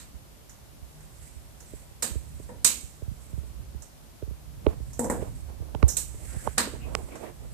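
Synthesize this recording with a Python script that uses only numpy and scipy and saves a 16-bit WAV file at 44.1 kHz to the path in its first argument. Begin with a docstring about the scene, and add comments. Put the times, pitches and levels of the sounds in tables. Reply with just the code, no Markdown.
"""Washing machine relays, hand-held

Relays click on the board of an opened washing machine: each armature bounces, shakes the parts around it
and rings out in a small room. Close up, a hand knocks and rubs the camera case beside the right
microphone, whose port rings in the treble. A sleeve rustles and something scuffs on the left,
over a bed of faint mains hum and the hiss of both preamplifiers."""
import sys
import numpy as np
from scipy import signal
from scipy.fft import rfft, irfft
from scipy.io import wavfile

SR = 44100
rng = np.random.default_rng(int(sys.argv[2]) if len(sys.argv) > 2 else 0)


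def file_out(sig):
    """Save sig as 16-bit WAV at sys.argv[1]."""
    # one column per channel
    cols = np.atleast_2d(sig).T
    # limit, then scale
    lim = np.clip(cols, -1, 1)
    pcm = np.round(lim * 32767).astype(np.int16)
    wavfile.write(sys.argv[1], SR, pcm)


N = 332073

# Table levels are relative: each layer adds its own gain.
# relay hits: t/s, contact/dB, spring/dB, housing/dB, board/dB, panel/dB, bounce/s
RELAY_HITS = [(-0.02, -33, -40, -48, -50.5, -72, 0.0018), (0.4944, -49, -43, -70, -60, -69, 0.0036),
              (1.0063, -53, -56, -69, -63, -71, 0.0026), (1.603, -46, -44, -67, -61.5, -60, 0.0031),
              (2.0228, -15.5, -24.5, -34, -38, -42, 0.0082), (2.4896, -62, -74, -75, -55, -47, 0.0077),
              (2.6453, -5.5, -11.5, -23.5, -34.5, -43.5, 0.0046), (3.821, -42, -41.5, -68, -63, -63, 0.003),
              (4.931, -43, -41.5, -70, -63, -62, 0.0018), (4.993, -22.5, -37, -52.5, -47, -32.5, 0.0014),
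              (5.0433, -31.5, -37, -65, -48, -33.5, 0.0013), (5.0989, -23.5, -38, -52.5, -37, -30, 0.0012),
              (5.88, -21.5, -39, -51, -50.5, -69, 0.0041), (5.8876, -39, -20, -49, -58, -53.5, 0.0033),
              (5.9676, -14.5, -23.5, -39, -48, -52, 0.0042), (6.576, -39, -42, -42, -36, -39, 0.0051),
              (6.58, -14.5, -22, -26.5, -26.5, -36, 0.0018), (7.154, -46, -47, -61, -51, -58, 0.0016)]
# bands of a click (contact, spring, sparkle, housing, bracket, board, panel, cabinet):
# low/Hz, high/Hz, efficiency/dB, room t60/s, left-right likeness
CLICK_BANDS = [(6830, 9600, -19.5, 0.21, 0.18), (5340, 7200, -15.5, 0.24, 0.12),
               (9300, 14000, -8, 0.27, 0.1), (3620, 5180, -6.5, 0.29, 0.0047), (2090, 3300, -4, 0.38, .05),
               (997, 2020, -1.5, 0.27, 0.071), (426, 955, -3.5, 0.34, 0.63), (174, 345, -2, 0.62, 0.7)]
# resonances of the machine casing: f/Hz, width/Hz, level/dB
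CASING_PEAKS = [(236.5, 21, 5.5), (488, 66, 9.5), (949, 33, 5), (1700, 290, -12), (3700, 280, -2.5),
                (4140, 91, -2), (6180, 73, -3)]
# fingernails on the camera case: t/s, shell/dB, thump/dB, rim/dB, seam/dB, nail/dB
NAIL_KNOCKS = [(4.665, -10.5, -23, -31.5, -36, -57), (5.748, -26, -33, -30.5, -42.5, -41),
               (5.827, -19.5, -16.5, -21.5, -29.5, -29), (6.473, -24, -35, -24, -47, -40),
               (6.672, -27, -60, -51, -50, -58), (6.95, -32, -50, -28.5, -26, -15.5)]
# finger pads on the camera case: t/s, shell/dB, thump/dB
PAD_BUMPS = [(0.14, -69, -46), (0.817, -62, -46), (1.356, -70, -46), (1.733, -36, -49), (1.909, -55, -52),
             (2.106, -44, -39), (2.153, -37.5, -33.5), (2.397, -37.5, -58), (2.83, -56, -45),
             (3.019, -38.5, -36.5), (3.074, -47, -34), (3.111, -72, -37), (3.329, -43, -35.5),
             (3.375, -47, -39), (3.431, -44, -41.5), (3.591, -65, -37), (3.745, -44, -37.5),
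             (4.223, -30, -36.5), (4.274, -43, -38.5), (4.307, -42.5, -39), (4.8, -42.5, -38),
             (5.224, -27, -37), (5.599, -46, -34.5), (5.621, -42, -59), (6.142, -47, -38.5),
             (6.359, -53, -35.5), (6.734, -37, -39), (7.03, -57, -37)]
# modes that a knock sets ringing: f/Hz, level/dB, t60/s
MOUNT_MODES = [(64.8, 5, 0.13), (109.3, 3, 0.062), (166, 2, 0.025)]   # low thump of the microphone mount
SHELL_MODES = [(295, -2, 0.028), (426.4, 3.5, 0.04), (632, -6.5, 0.032)]   # hollow body of the case
RIM_MODES = [(833, 1.5, 0.0083), (1073, -1.5, 0.011), (1480, -1.5, 0.0038)]   # midrange clack of its rim
SEAM_MODES = [(2210, 7, 0.0014), (3010, 0.5, 0.003), (3970, -16, 0.0095)]   # snap of its seams
NAIL_MODES = [(5000, 3, 0.0017), (7600, -3.5, 0.0042), (8500, -4, 0.0018)]   # bright tick of the fingernail
# rumble of the grip on the mount: t/s, level/dB
GRIP_CURVE = [(0.0, -53.5), (0.67, -56.5), (1.15, -52), (2.12, -54), (2.29, -41), (2.41, -42), (2.81, -54),
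              (3.63, -43.5), (4.05, -57), (4.4, -50), (4.65, -39.5), (5.03, -42.5), (5.18, -36),
              (5.56, -44.5), (5.81, -41.5), (6.14, -42.5), (6.36, -40.5), (6.67, -45), (6.9, -37.5),
              (7.23, -51), (7.53, -39.5)]
# strokes that swell, hold and fade: t/s (fully up), level/dB, hold/s
SKIN_DRAGS = [(4.685, -42.5, 0.035), (5.14, -41, 0.011), (5.225, -42, .025), (5.5, -53.5, 0.032),
              (5.622, -57, 0.22), (5.845, -49.5, 0.044), (5.989, -58, 0.016), (6.2, -54, 0.04),
              (6.335, -51.5, 0.03), (6.455, -46.5, 0.014), (6.754, -46.5, 0.0042), (6.86, -45.5, 0.14),
              (7.07, -55.5, .01), (7.12, -45, 0.039), (7.225, -42.5, 0.05), (7.33, -87, 0.0089),
              (7.43, -52.5, 0.015), (7.525, -73, .01)]
SLEEVE_SWISHES = [(1.014, -71, 0.0087), (1.25, -57, .015), (1.75, -56.5, 0.012), (2.3, -62.5, 0.18),
                  (3.23, -62, .01), (3.36, -71.5, .13), (4.92, -62, 0.48), (6.25, -53, 0.071),
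                  (6.42, -53, 0.076), (6.99, -61, 0.013), (7.11, -63, 0.12), (7.5, -65.5, .03)]
# dry scuffs: t/s (fully up), level/dB, hold/s, f/Hz, width/Hz
SCUFFS = [(6.294, -58.5, 0.22, 1520, 834), (6.832, -54.5, 0.014, 2580, 498),
          (7.12, -57.5, 0.023, 2180, 900), (7.255, -55.5, 0.017, 1860, 895)]
# noise colours of skin on the case, fabric and preamplifiers: f/Hz, level/dB
SKIN_SPECTRUM = [(150, -4), (300, 3), (600, 0), (1100, -10), (1600, -20), (2300, -21), (3200, -26.5),
                 (5000, -32.5)]
SLEEVE_SPECTRUM = [(2000, -4), (3500, -16), (6000, -13.5), (8000, -9), (10000, -10.5), (14000, -22.5)]
HISS_SPECTRUM = [(24, -33.5), (40, 2.5), (78, -5), (151, -10.5), (171, -10.5), (208, -9), (446, -14.5),
                 (480, -19), (529, -12.5), (804, -16.5), (1720, -23.5), (2490, -24.5), (14300, -26)]
# wavering mains tones: f/Hz, width/Hz, level/dB
MAINS_TONES = [(50, 33, -60), (150.6, 3, -63)]
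# resonances of the right microphone port: f/Hz, width/Hz, level/dB
PORT_PEAKS = [(8050, 1100, 13.5), (11020, 4400, 5.5), (14130, 1000, 12)]


def relays(crack_db=5.5, crack_t60=0.026, next_room_db=-15, next_room_t60=0.59):
    """Each armature bounces for some ms: a tight crack, the room's tail and faintly the next room."""
    times, contact, spring, housing, board, panel, bounce_s = np.transpose(RELAY_HITS)
    sparkle = np.maximum(contact - 18.5, spring - 17)   # a hard twang of the spring sparkles too
    bracket, cabinet = housing - 5.5, panel - 3
    levels_db = [contact, spring, sparkle, housing, bracket, board, panel, cabinet]
    preroll = SR // 10   # the first click lands just before the start
    starts = preroll + np.round(times * SR).astype(int)
    lengths = np.ceil(bounce_s * SR).astype(int)
    reflections = amp(drift(450))   # single reflections roughen the tail
    clicks = np.zeros((2, N))
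    for level_db, (low_hz, high_hz, band_db, room_t60, alike) in zip(levels_db, CLICK_BANDS):
        power = np.zeros(preroll + N)
        for at, length, db in zip(starts, lengths, level_db):
            power[at:at + length] += amp(2 * (db + band_db)) / length
        crack = amp(2 * crack_db) * decay(power, crack_t60)
        next_room = amp(2 * next_room_db) * decay(power, next_room_t60)
        envelope = np.sqrt(crack + decay(power, room_t60) + next_room)[preroll:]
        clicks += envelope * noise_band(low_hz, high_hz, alike)
    return lift(clicks * reflections, CASING_PEAKS)


def case_knocks(touch_lead_s=0.00348, touch_db=-13.5):
    """Fingers hit the camera case: a light first touch, then the blow."""
    # soft pads barely reach rim and seams, and have no nail tick
    pads = [(t, shell, thump, shell - 25, shell - 30, -np.inf) for t, shell, thump in PAD_BUMPS]
    times, shell_db, thump_db, rim_db, seam_db, nail_db = np.transpose(pads + NAIL_KNOCKS)
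    body = amp(1.5) * strike(times, shell_db, SHELL_MODES, soft_hz=1020)
    body += amp(13) * strike(times, rim_db, RIM_MODES, soft_hz=1920)
    body += amp(touch_db) * np.roll(body, -round(touch_lead_s * SR))
    thump = strike(times, thump_db, MOUNT_MODES, soft_hz=310)
    snap = amp(18) * strike(times, seam_db, SEAM_MODES, soft_hz=4700)
    snap += amp(4.5) * strike(times, nail_db, NAIL_MODES, soft_hz=11500)
    polarity = [[1], [-1]]   # the far microphone is pushed the other way
    return pan(-16, 0) * body + pan(-2, 11) * thump * polarity + pan(-24, 0) * snap


def grip_rumble():
    """The grip shakes the microphone mount in lumps, driving its two lowest modes."""
    times, levels_db = np.transpose(GRIP_CURVE)
    fader = amp(np.interp(np.arange(N) / SR, times, levels_db))
    shake = rng.standard_normal((2, N)) * amp(0.8 * drift(8))
    rumble = unit(sum(amp(db) * ring(shake, hz, t60) for hz, db, t60 in MOUNT_MODES[:2]))
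    rumble[0] = 1.2 * rumble[0] - 0.2 * rumble[1]   # some of the right bleeds left, inverted
    return pan(-5, 6) * fader * rumble


def skin_rub():
    """Skin drags over the shell in grains, mostly on the right."""
    grains = amp(2.5 * drift(90))
    return pan(-8, 5) * grains * strokes(SKIN_DRAGS) * coloured(SKIN_SPECTRUM)


def sleeve():
    """Soft, airy fabric noise, swish by swish."""
    grains = amp(2.2 * drift(90))
    swishes = strokes(SLEEVE_SWISHES, rise_db_per_s=72, fall_db_per_s=99)
    return amp(-4.5) * grains * swishes * coloured(SLEEVE_SPECTRUM)


def scuffs():
    """Short dry scrapes on the left, each a stroke of noise through one broad resonance."""
    noise = rng.standard_normal((2, N))
    scrapes = np.zeros((2, N))
    for t, db, hold_s, hz, width in SCUFFS:
        texture = unit(resonance(resonance(noise, hz, width), hz, width))
        scrapes += strokes([(t, db, hold_s)]) * texture
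    return pan(5, -3) * scrapes


def mains_hum():
    """Narrow bands of noise waver at the mains tones."""
    tones = [amp(db) * unit(resonance(rng.standard_normal(N), hz, width)) for hz, width, db in MAINS_TONES]
    return pan(3, -3) * sum(tones)


def preamp_hiss(level_db=-52.5):
    """Each preamplifier lays down its own steady noise floor."""
    return amp(level_db) * coloured(HISS_SPECTRUM)


def right_port(air):
    """The sound channel before the right microphone lifts the treble."""
    return np.array([air[0], lift(air[1], PORT_PEAKS)])


def strike(times, strengths_db, modes, soft_hz, lag_s=0.00119, uneven_db=2.4):
    """Blows ring one set of modes; the finger's softness rolls off the top."""
    at = np.round((times + lag_s) * SR).astype(int)
    spot = rng.standard_normal((len(times), len(modes)))   # each blow lands on another spot
    ringing = np.zeros(N)
    for k, (hz, mode_db, t60) in enumerate(modes):
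        blows = np.zeros(N)
        blows[at] = amp(strengths_db + mode_db + uneven_db * spot[:, k])
        ringing += (-1) ** k * ring(blows, hz, t60)
    return signal.sosfilt(signal.butter(4, soft_hz, fs=SR, output="sos"), ringing)


def strokes(rows, rise_db_per_s=410, fall_db_per_s=312):
    """Envelope of separate strokes: each swells, holds and fades."""
    t = np.arange(N // 50 + 2) * 50 / SR
    gain = np.zeros(len(t))
    for start, db, hold_s in rows:
        attack_db = rise_db_per_s * np.maximum(start - t, 0)
        release_db = fall_db_per_s * np.maximum(t - start - hold_s, 0)
        gain += amp(db - attack_db - release_db)
    return np.interp(np.arange(N) / SR, t, gain)


def decay(power, t60):
    """Gives each burst of power a tail that falls 60 dB in t60 seconds."""
    return signal.lfilter([1], [1, -amp(-120 / (t60 * SR))], power + 1e-18)


def ring(x, hz, t60):
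    """One mode: a click sets a dying sine ringing."""
    r, w = amp(-60 / (t60 * SR)), 2 * np.pi * hz / SR
    return signal.lfilter([0, np.sin(w)], [1, -2 * r * np.cos(w), r * r], x + 1e-18)


def resonance(x, hz, width_hz):
    """Band-pass with unity gain at its peak."""
    r, w = np.exp(-np.pi * width_hz / SR), 2 * np.pi * hz / SR
    return signal.lfilter(np.array([1, 0, -1]) * (1 - r * r) / 2, [1, -2 * r * np.cos(w), r * r], x)


def lift(x, peaks):
    """Layers resonant peaks on top of a sound."""
    return x + sum(amp(db) * resonance(x, hz, width) for hz, width, db in peaks)


def noise_band(low_hz, high_hz, alike):
    """Stereo noise in one band, rms 1; alike narrows the image."""
    shared, left, right = rng.standard_normal((3, N))
    noise = np.sqrt(alike) * shared + np.sqrt(1 - alike) * np.array([left, right])
    return unit(signal.sosfilt(signal.butter(4, [low_hz, high_hz], "band", fs=SR, output="sos"), noise))


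def coloured(spectrum):
    """Wide stereo noise of a given colour, rms 1."""
    hz, db = np.transpose(spectrum)
    f = np.maximum(np.fft.rfftfreq(N, 1 / SR), 1)
    shape = amp(np.interp(np.log(f), np.log(hz), db))
    low_cut = np.minimum(f / hz[0], 1) ** 4
    return unit(irfft(rfft(rng.standard_normal((2, N))) * shape * low_cut, N))


def drift(rate_hz):
    """Smooth random modulation."""
    knots = rng.standard_normal(5000)
    return np.interp(np.arange(N) / SR * rate_hz, np.arange(len(knots)), knots)


def pan(left_db, right_db):
    """A gain for each side."""
    return amp([[left_db], [right_db]])


def amp(db):
    """Decibels to gain."""
    return 10 ** (np.asarray(db) / 20)


def unit(x):
    """Scale to rms 1."""
    return x / np.sqrt(np.mean(x ** 2) + 1e-30)


def scene():
    """The mix: the port colours airborne sounds; handling noise, hum and hiss bypass it."""
    hiss = preamp_hiss()
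    airborne = right_port(relays() + sleeve() + scuffs())
    handling = case_knocks() + grip_rumble() + skin_rub()
    return airborne + handling + mains_hum() + hiss


def record(dry, low_cut_hz=40, stopband_hz=14650):
    """Rumble filter, hard ceiling, steep top cut."""
    trimmed = signal.sosfilt(signal.butter(4, low_cut_hz, "high", fs=SR, output="sos"), dry)
    top_cut = signal.cheby2(20, 60, stopband_hz, fs=SR, output="sos")
    return signal.sosfilt(top_cut, np.clip(trimmed, -1, 1))


dry = scene()
out = record(dry)
file_out(out)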